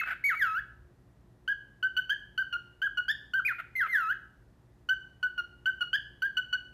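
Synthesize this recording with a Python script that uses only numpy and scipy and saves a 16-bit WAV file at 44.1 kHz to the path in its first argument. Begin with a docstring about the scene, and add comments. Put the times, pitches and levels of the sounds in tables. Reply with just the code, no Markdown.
"""A cockatiel sings close by in a small quiet room: short whistled chirps in loose groups,
falling warbles, the longest curling up at the end, brief raspy squawks and one beak click.
The voice is a sine with unsteady overtones and hiss; the rasps are low, irregular pulses.
Noise echoes make each note linger between the walls, over filtered-noise room tone,
the low wavering sines of a household appliance and a deep rumble that swells briefly."""
import sys
import numpy as np
from scipy import signal
from scipy.fft import rfft, irfft
from scipy.io import wavfile
from scipy.ndimage import map_coordinates

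SR = 44100
rng = np.random.default_rng(int(sys.argv[2]) if len(sys.argv) > 2 else 0)


def transcribe(u):
    """Save the signal u as a 16-bit wav file named by the first command-line argument.

    u: samples, shape (n,) or (channels, n), limited to [-1, 1]; the rate is SR.
    q: integer samples, one column per channel.
    """
    v = np.clip(np.atleast_2d(u).T, -1, 1)
    q = np.round(v * 32767).astype(np.int16)
    wavfile.write(sys.argv[1], SR, q)


N = 296793  # length in samples
ATTACK_S = .003  # opening of every chirp, warble and rasp


def undb(db):
    """Decibels to gain."""
    return 10 ** (np.asarray(db) / 20)


def unit(x):
    """Scale to rms 1."""
    return x / np.sqrt(np.mean(x ** 2))


def gain_at(hz, points):
    """Read a spectrum of (Hz, dB) points as a gain, interpolated along log frequency."""
    point_hz, point_db = np.transpose(points)
    return undb(np.interp(np.log(hz + 1), np.log(point_hz), point_db))


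def colour(x, points):
    """Filter a sound by a spectrum of (Hz, dB) points, leaving its phases alone."""
    gain = gain_at(np.fft.rfftfreq(len(x), 1 / SR), points)
    return irfft(rfft(x) * gain, len(x))


def wander(n, rate):
    """Smooth random motion, spread near 1, with a new value rate times a second."""
    values = rng.standard_normal(4096)
    return map_coordinates(values, [np.arange(n) * rate / SR], order=3, mode="wrap")


def gate(n, attack_s, release_s):
    """Rounded opening and closing of a note."""
    t = np.arange(n) / SR
    opening = np.sin(np.pi / 2 * np.clip(t / attack_s, 0, 1))
    closing = np.sin(np.pi / 2 * np.clip((t[-1] - t) / release_s, 0, 1)) ** 2
    return opening * closing


def add(out, s, x):
    """Mix a sound in at time s."""
    i = max(int(s * SR), 0)
    out[i:i + len(x)] += x[:max(N - i, 0)]


def syrinx(hz, bright_db, press, jitter, flutter_db, hiss_db, slope_db=3.5, break_jitter=0.019):
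    """A nearly pure whistle; pressing the throat brings out the octave, and it cracks as it lets go."""
    # Overtone strength against the fundamental, relaxed throat. Each row: frequency in Hz, gain in dB.
    relaxed = [(2500, -23), (3400, -27.5), (4400, -33.5), (5000, -38), (5700, -37), (7000, -39),
               (8200, -46), (9500, -33.5), (11000, -28), (12300, -15.5), (13500, -20.5)]
    # The same with the throat pressed. Each row: frequency in Hz, gain in dB.
    pressed = [(2800, -5), (3300, -6), (4500, -18), (6000, -24), (7500, -32), (8800, -40.5), (10500, -22),
               (12000, -16.5), (13800, -13)]
    # Spectrum of air hissing through the throat. Each row: frequency in Hz, relative level in dB.
    hiss_colour = [(400, -20.5), (900, -13), (1500, -1.5), (2500, -1), (4500, -8), (6500, -20.5),
                   (8200, -23.5), (10000, -18), (12500, -16.5), (14000, -26)]
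    n = len(hz)
    unstable = 4 * press * (1 - press)  # greatest halfway between the two registers
    shake = jitter * wander(n, 700) + break_jitter * unstable * wander(n, 1500)
    phase = 2 * np.pi * np.cumsum(hz * (1 + shake)) / SR
    overtones = np.zeros(n)
    for k in range(2, 12):
        throat = gain_at(k * hz, relaxed) ** (1 - press) * gain_at(k * hz, pressed) ** press
        # each overtone is weaker than the last, so high notes reach the treble resonance more strongly
        strength = undb(flutter_db * wander(n, 140) - slope_db * (k - 2.5))
        below_nyquist = k * hz < SR / 2
        overtones += throat * strength * below_nyquist * np.sin(k * phase)
    breath = unit(colour(rng.standard_normal(n), hiss_colour))
    hiss = undb(hiss_db) * (0.25 + 0.96 * press + unstable) * breath
    return np.sqrt(2) * (np.sin(phase) + undb(bright_db) * (overtones + hiss))


def chirps(settle_db=2.5, late_db=5.0, build_s=0.0061):
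    """Each chirp snaps on with a pressed throat, then flips into a tone that grows ever purer."""
    # Each row: start in seconds, length in seconds, held pitch in Hz, end pitch in Hz,
    # base level in dB, time the throat stays pressed in seconds, base overtone level in dB.
    chirp_notes = [ (1.477, 0.05647, 1667, 1529, -29.5, 0.012858, -4),
                   (1.827, 0.049704, 1544, 1506, -29, .014, -6),
                   (1.966, 0.03692, 1513, 1573, -30, 0.014933, 2),
                   (2.094, 0.042784, 1665, 1743, -29, 0.017721, 0),
                   (2.377, 0.053146, 1584, 1370, -29.5, 0.013692, -2.5),
                   (2.526, 0.044234, 1380, 1566, -33.5, 0.017156, 0),
                   (2.817, 0.06146, 1666, 1258, -29.5, 0.012573, -3.5),
                   (2.972, 0.036097, 1438, 1500, -29.5, 0.01701, -3),
                   (3.081, 0.039438, 1779, 1778, -28.5, .05, -2.5),
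                   (3.335, .072, 1579, 1174, -28.5, .008, -4),
                   (4.888, 0.050727, 1544, 1524, -28, 0.012543, -3),
                   (5.228, 0.046244, 1490, 1496, -28, 0.01111, -4.5),
                   (5.378, 0.032255, 1399, 1459, -31, 0.025, -5.5),
                   (5.657, 0.048146, 1556, 1471, -28.5, 0.01431, -4),
                   (5.807, 0.029412, 1438, 1397, -30.5, 0.02327, -2),
                   (5.93, 0.03583, 1661, 1779, -27.5, 0.029566, -2.5),
                   (6.22, 0.04826, 1591, 1708, -29, 0.010517, -1.5),
                   (6.369, 0.035295, 1517, 1450, -30, 0.01628, 1.5),
                   (6.527, 0.032835, 1468, 1601, -29, 0.017817, -0.5)]
    # every chirp glides from the same pitch to its own, swells in the middle and flicks away at its close
    start_hz, glide_s, flick_s, arch_db = 1465.9, 0.033025, .007, 1
    out = np.zeros(N)
    for s, length, held_hz, end_hz, db, pressed_s, bright_db in chirp_notes:
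        t = np.arange(int(length * SR)) / SR
        glide = np.sin(np.pi / 2 * np.minimum(t / glide_s, 1))
        flick = np.exp((t - length) / flick_s)
        hz = start_hz + (held_hz - start_hz) * glide + (end_hz - held_hz) * flick
        press = .5 - .5 * np.tanh((t - pressed_s) / 0.0023)
        # the fundamental builds up later than its overtones and swells in the middle
        swell_db = arch_db * np.sin(np.pi * t / length) - late_db * np.exp(-t / build_s)
        relaxed_db = (1 - press) * (1.5 + settle_db * t / length)
        overtone_db = bright_db - swell_db - relaxed_db
        note = syrinx(hz, overtone_db, press, jitter=.003, flutter_db=4.0, hiss_db=-32.0)
        add(out, s, note * undb(db + swell_db) * gate(len(t), ATTACK_S, 0.005864))
    return out


def warbles():
    """Slightly rough slurs that fall from a high whistle; the longest curl up again."""
    # Each row: start in seconds, length in seconds, top pitch in Hz, scoop up to it in Hz (negative
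    # comes from above), hold of the top in seconds, fall time in seconds, closing curl in Hz (none
    # unless positive), base level in dB, loudest moment in seconds after the start,
    # softer start in dB (negative starts louder), base overtone level in dB.
    slurs = [ (0, 0.028755, 2159, 4, 0.007599, 0.006444, -3.5, -30.5, 0.003373, -6.5, 7.5),
             (0.239, .108, 2314, 260, .049, .022, 0, -24.5, .048, 3.5, 5),
             (0.355, 0.24423, 2302, -1.5, .031, 0.045, 469.5, -24.5, 0.074984, 21, 4),
             (3.449, 0.078387, 2534, 320.5, .021, .028, -0.5, -24.5, 0.015, 10, 4.5),
             (3.753, .116, 2115, 4.5, .039, .031, 0, -26.5, 0.06789, 8.5, 1.5),
             (3.882, 0.24997, 2142, 90, .041, 0.05659, 448.5, -23, 0.076443, 21.5, 3.5)]
    # a warble scoops to its top, sags, then drops until it rests on the bird's lowest note
    scoop_s, sag_hz_per_s = .006, 1900
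    bottom_hz, fall_aim_hz, fall_shape, curl_s = 1291.2, 1211.3, 1.22, .068
    waver_share, waver_per_s = .005, 170
    # past its loudest point it eases off, and a curl lifts it again; it ends purer than it began
    ease_db, ease_s, curl_lift_db, purer_db = 10, 0.022, 3.5, 8.5
    # halfway down the voice cracks: the pitch shakes and the overtones dip
    crack_share, crack_per_s, crack_loss_db = .012, 1100, 1
    out = np.zeros(N)
    for (s, length, top_hz, scoop_hz, held_s, fall_s, curl_hz,
         db, loudest_s, softer_db, overtones_db) in slurs:
        t = np.arange(int(length * SR)) / SR
        n = len(t)
        top = top_hz - scoop_hz * np.exp(-t / scoop_s) - sag_hz_per_s * np.minimum(t, held_s)
        height = np.exp(-(np.maximum(t - held_s, 0) / fall_s) ** fall_shape)
        curl_progress = np.clip(1 + (t - length) / curl_s, 0, 1)
        curl = (curl_hz > 0) * (1 - np.cos(np.pi / 2 * curl_progress))
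        hz = np.maximum(fall_aim_hz + (top - fall_aim_hz) * height, bottom_hz) + curl_hz * curl
        crack = (4 * height * (1 - height)) ** 3
        waver = waver_share * wander(n, waver_per_s)
        hz = hz * (1 + waver + crack_share * crack * wander(n, crack_per_s))
        swell_db = -softer_db * np.maximum(1 - t / loudest_s, 0)
        easing = 1 - np.exp(-np.maximum(t - loudest_s, 0) / ease_s)
        late_db = curl_lift_db * np.sin(np.pi * curl) - ease_db * easing
        bright_db = overtones_db - crack_loss_db * crack - purer_db * (t / length) ** 3
        note = syrinx(hz, bright_db, 0, jitter=.005, flutter_db=4.0, hiss_db=-28.5)
        level = undb(db + swell_db + late_db + 1.2 * wander(n, 110))
        add(out, s, note * level * gate(n, ATTACK_S, 0.0024))
    return out


def ringing(ring_hz=2603, db=-37, t60=0.34):
    """A high whistle, already sounding at the start, dies away under the first slur."""
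    t = np.arange(N) / SR
    level = undb(db - 60 * t / t60 + 1.5 * wander(N, 50.9))
    return np.sqrt(2) * level * np.sin(2 * np.pi * ring_hz * t)


def rasps(throb_hz=84, throb_depth=0.26, wobble=0.083):
    """The membranes drop to a low, irregular flapping; pitch and strength throb together."""
    # Each row: start in seconds, length in seconds, start pitch in Hz, end pitch in Hz,
    # level in dB, random pitch scatter as a share of the pitch.
    squawks = [(0.032, 0.009794, 755, 622.5, -34.5, 0.10413), (0.058, 0.01667, 742.9, 667.4, -41, 0.0653),
               (0.073, 0.05075, 837.9, 763.4, -34.5, 0.13397), (0.123, 0.017, 738, 655.3, -37.5, .1),
               (0.342, 0.014903, 699.6, 654.5, -38, 0.12), (3.583, 0.02, 703.6, 669.6, -41, 0.12813),
               (3.598, 0.015228, 771.5, 629.7, -37.5, 0.0583), (3.862, 0.018726, 667.8, 695, -40, 0.24495)]
    # Throat resonances during a rasp. 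Each row: frequency in Hz, relative gain in dB.
    rasp_colour = [(300, -27.5), (700, -22), (1050, -17.5), (1400, 4), (1900, -3), (2700, -13),
                   (4000, -29.5), (6000, -31), (8200, -28.5), (10000, -32), (12500, -16.5), (14000, -32)]
    out = np.zeros(N)
    for s, length, start_hz, end_hz, db, scatter in squawks:
        n = int(length * SR)
        throb = np.sin(2 * np.pi * np.cumsum(throb_hz * (1 + 0.22 * wander(n, 87))) / SR)
        hz = np.linspace(start_hz, end_hz, n) * (1 + wobble * throb + scatter * wander(n, 260.26))
        phase = 2 * np.pi * np.cumsum(hz) / SR
        pulses = unit(sum(np.cos(k * phase) for k in range(1, 7)))
        breathy = pulses + rng.standard_normal(n) / 2
        strength = (1 + throb_depth * throb) * undb(2 * wander(n, 200))
        rasp = unit(colour(breathy * strength, rasp_colour))
        add(out, s, rasp * undb(db) * gate(n, ATTACK_S, ATTACK_S))
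    return out


def clicks(ring_s=0.0029):
    """The beak snaps with a very short, exponentially dying ring."""
    # Each row: time in seconds, starting level in dB, ring frequency in Hz.
    snaps = [(3.7643, -41.5, 2465)]
    out = np.zeros(N)
    t = np.arange(SR // 50) / SR
    for s, db, hz in snaps:
        add(out, s, undb(db) * np.exp(-t / ring_s) * np.sin(2 * np.pi * hz * t))
    return out


def nearby(x, first_s=0.0029, fade_s=0.014):
    """Quick bounces off the floor and bedding blur the gliding overtones."""
    # Treble bouncing back off things close by. Each row: frequency in Hz, gain in dB.
    bounce_colour = [(1500, -17.5), (2300, -14), (3500, -14.5), (6000, -9), (12000, -10)]
    t = np.arange(SR // 20) / SR
    bounces = rng.standard_normal(len(t)) * (t > first_s) * np.exp(-t / fade_s)
    return signal.fftconvolve(colour(x, bounce_colour), unit(bounces) / np.sqrt(len(t)))[:N]


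def room(x, early_db=-19, early_t60=0.24, late_db=-16.0, late_t60=0.48935, gap_s=0.0044):
    """Sparse echoes off floor and furniture, with a longer diffuse tail."""
    # What the walls send back. Each row: frequency in Hz, relative gain in dB.
    wall_colour = [(500, -11), (1500, 5.5), (3000, 7), (5000, 4), (8000, 5.5), (13000, -4)]
    t = np.arange(SR) / SR
    arrived = np.clip(t / gap_s - 1, 0, 1)  # silent for one gap, then fades in over another
    sparse = rng.standard_normal(SR) * (rng.random(SR) < 900 / SR)  # about 900 echoes a second
    early = sparse * arrived * np.exp(-np.log(1000) * t / early_t60)
    late = rng.standard_normal(SR) * arrived * np.exp(-np.log(1000) * t / late_t60)
    response = (undb(early_db) * unit(early) + undb(late_db) * unit(late)) / np.sqrt(SR)
    return signal.fftconvolve(colour(x, wall_colour), response)[:N]


def room_tone(level_db=-61.5):
    """Soft, steady air noise: white noise shaped by a spectrum."""
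    # Spectrum of the air in the room. Each row: frequency in Hz, relative level in dB.
    air_colour = [(15, -52), (25, -33.5), (48, -3), (87, -9.5), (113, -5), (293, -16), (326, -32.5),
                  (353, -6.5), (382, -19), (966, -26.5), (1600, -31.5), (1920, -30), (2080, -37.5),
                  (5690, -44.5), (14000, -49)]
    return unit(colour(rng.standard_normal(N), air_colour)) * undb(level_db)


def appliance_hum():
    """Low sines that waver slightly in pitch and level."""
    # Each row: centre frequency in Hz, centre level in dB.
    hum_tones = [(58.5, -70), (119, -67), (295, -77), (357.3, -78.5)]
    out = np.zeros(N)
    for hz, db in hum_tones:
        level = undb(db + 0.5 * wander(N, 5.6))
        phase = 2 * np.pi * np.cumsum(hz + .5 * wander(N, 4)) / SR
        out += np.sqrt(2) * level * np.sin(phase)
    return out


def rumble():
    """Noise in a low band swells briefly and sinks back to a faint, steady level."""
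    # Each row: time in seconds, level in dB.
    swell = [(.1, -73.5), (0.551, -62.5), (.85, -57), (1.05, -72)]
    low_band = signal.butter(2, [48, 72], "bandpass", fs=SR, output="sos")  # Hz
    deep = unit(signal.sosfilt(low_band, rng.standard_normal(N)))
    return deep * undb(np.interp(np.arange(N) / SR, *np.transpose(swell)))


def scene():
    """The bird heard directly and through its room, over the background."""
    # The beak points away, so less treble comes straight. Each row: frequency in Hz, gain in dB.
    direct_colour = [(2500, 1.5), (4000, -2), (7000, 0.5), (12000, -0.5)]
    bird = chirps() + warbles() + ringing() + rasps() + clicks()
    background = room_tone() + appliance_hum() + rumble()
    return (colour(bird, direct_colour) + nearby(bird) + room(bird) + background)[None]


def record(dry, top_hz=13900):
    """A steep elliptic low-pass cuts the top of the treble."""
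    low_pass = signal.ellip(10, .2, 70, top_hz, fs=SR, output="sos")  # ripple and stopband in dB
    return signal.sosfilt(low_pass, dry)


dry = scene()
out = record(dry)
transcribe(out)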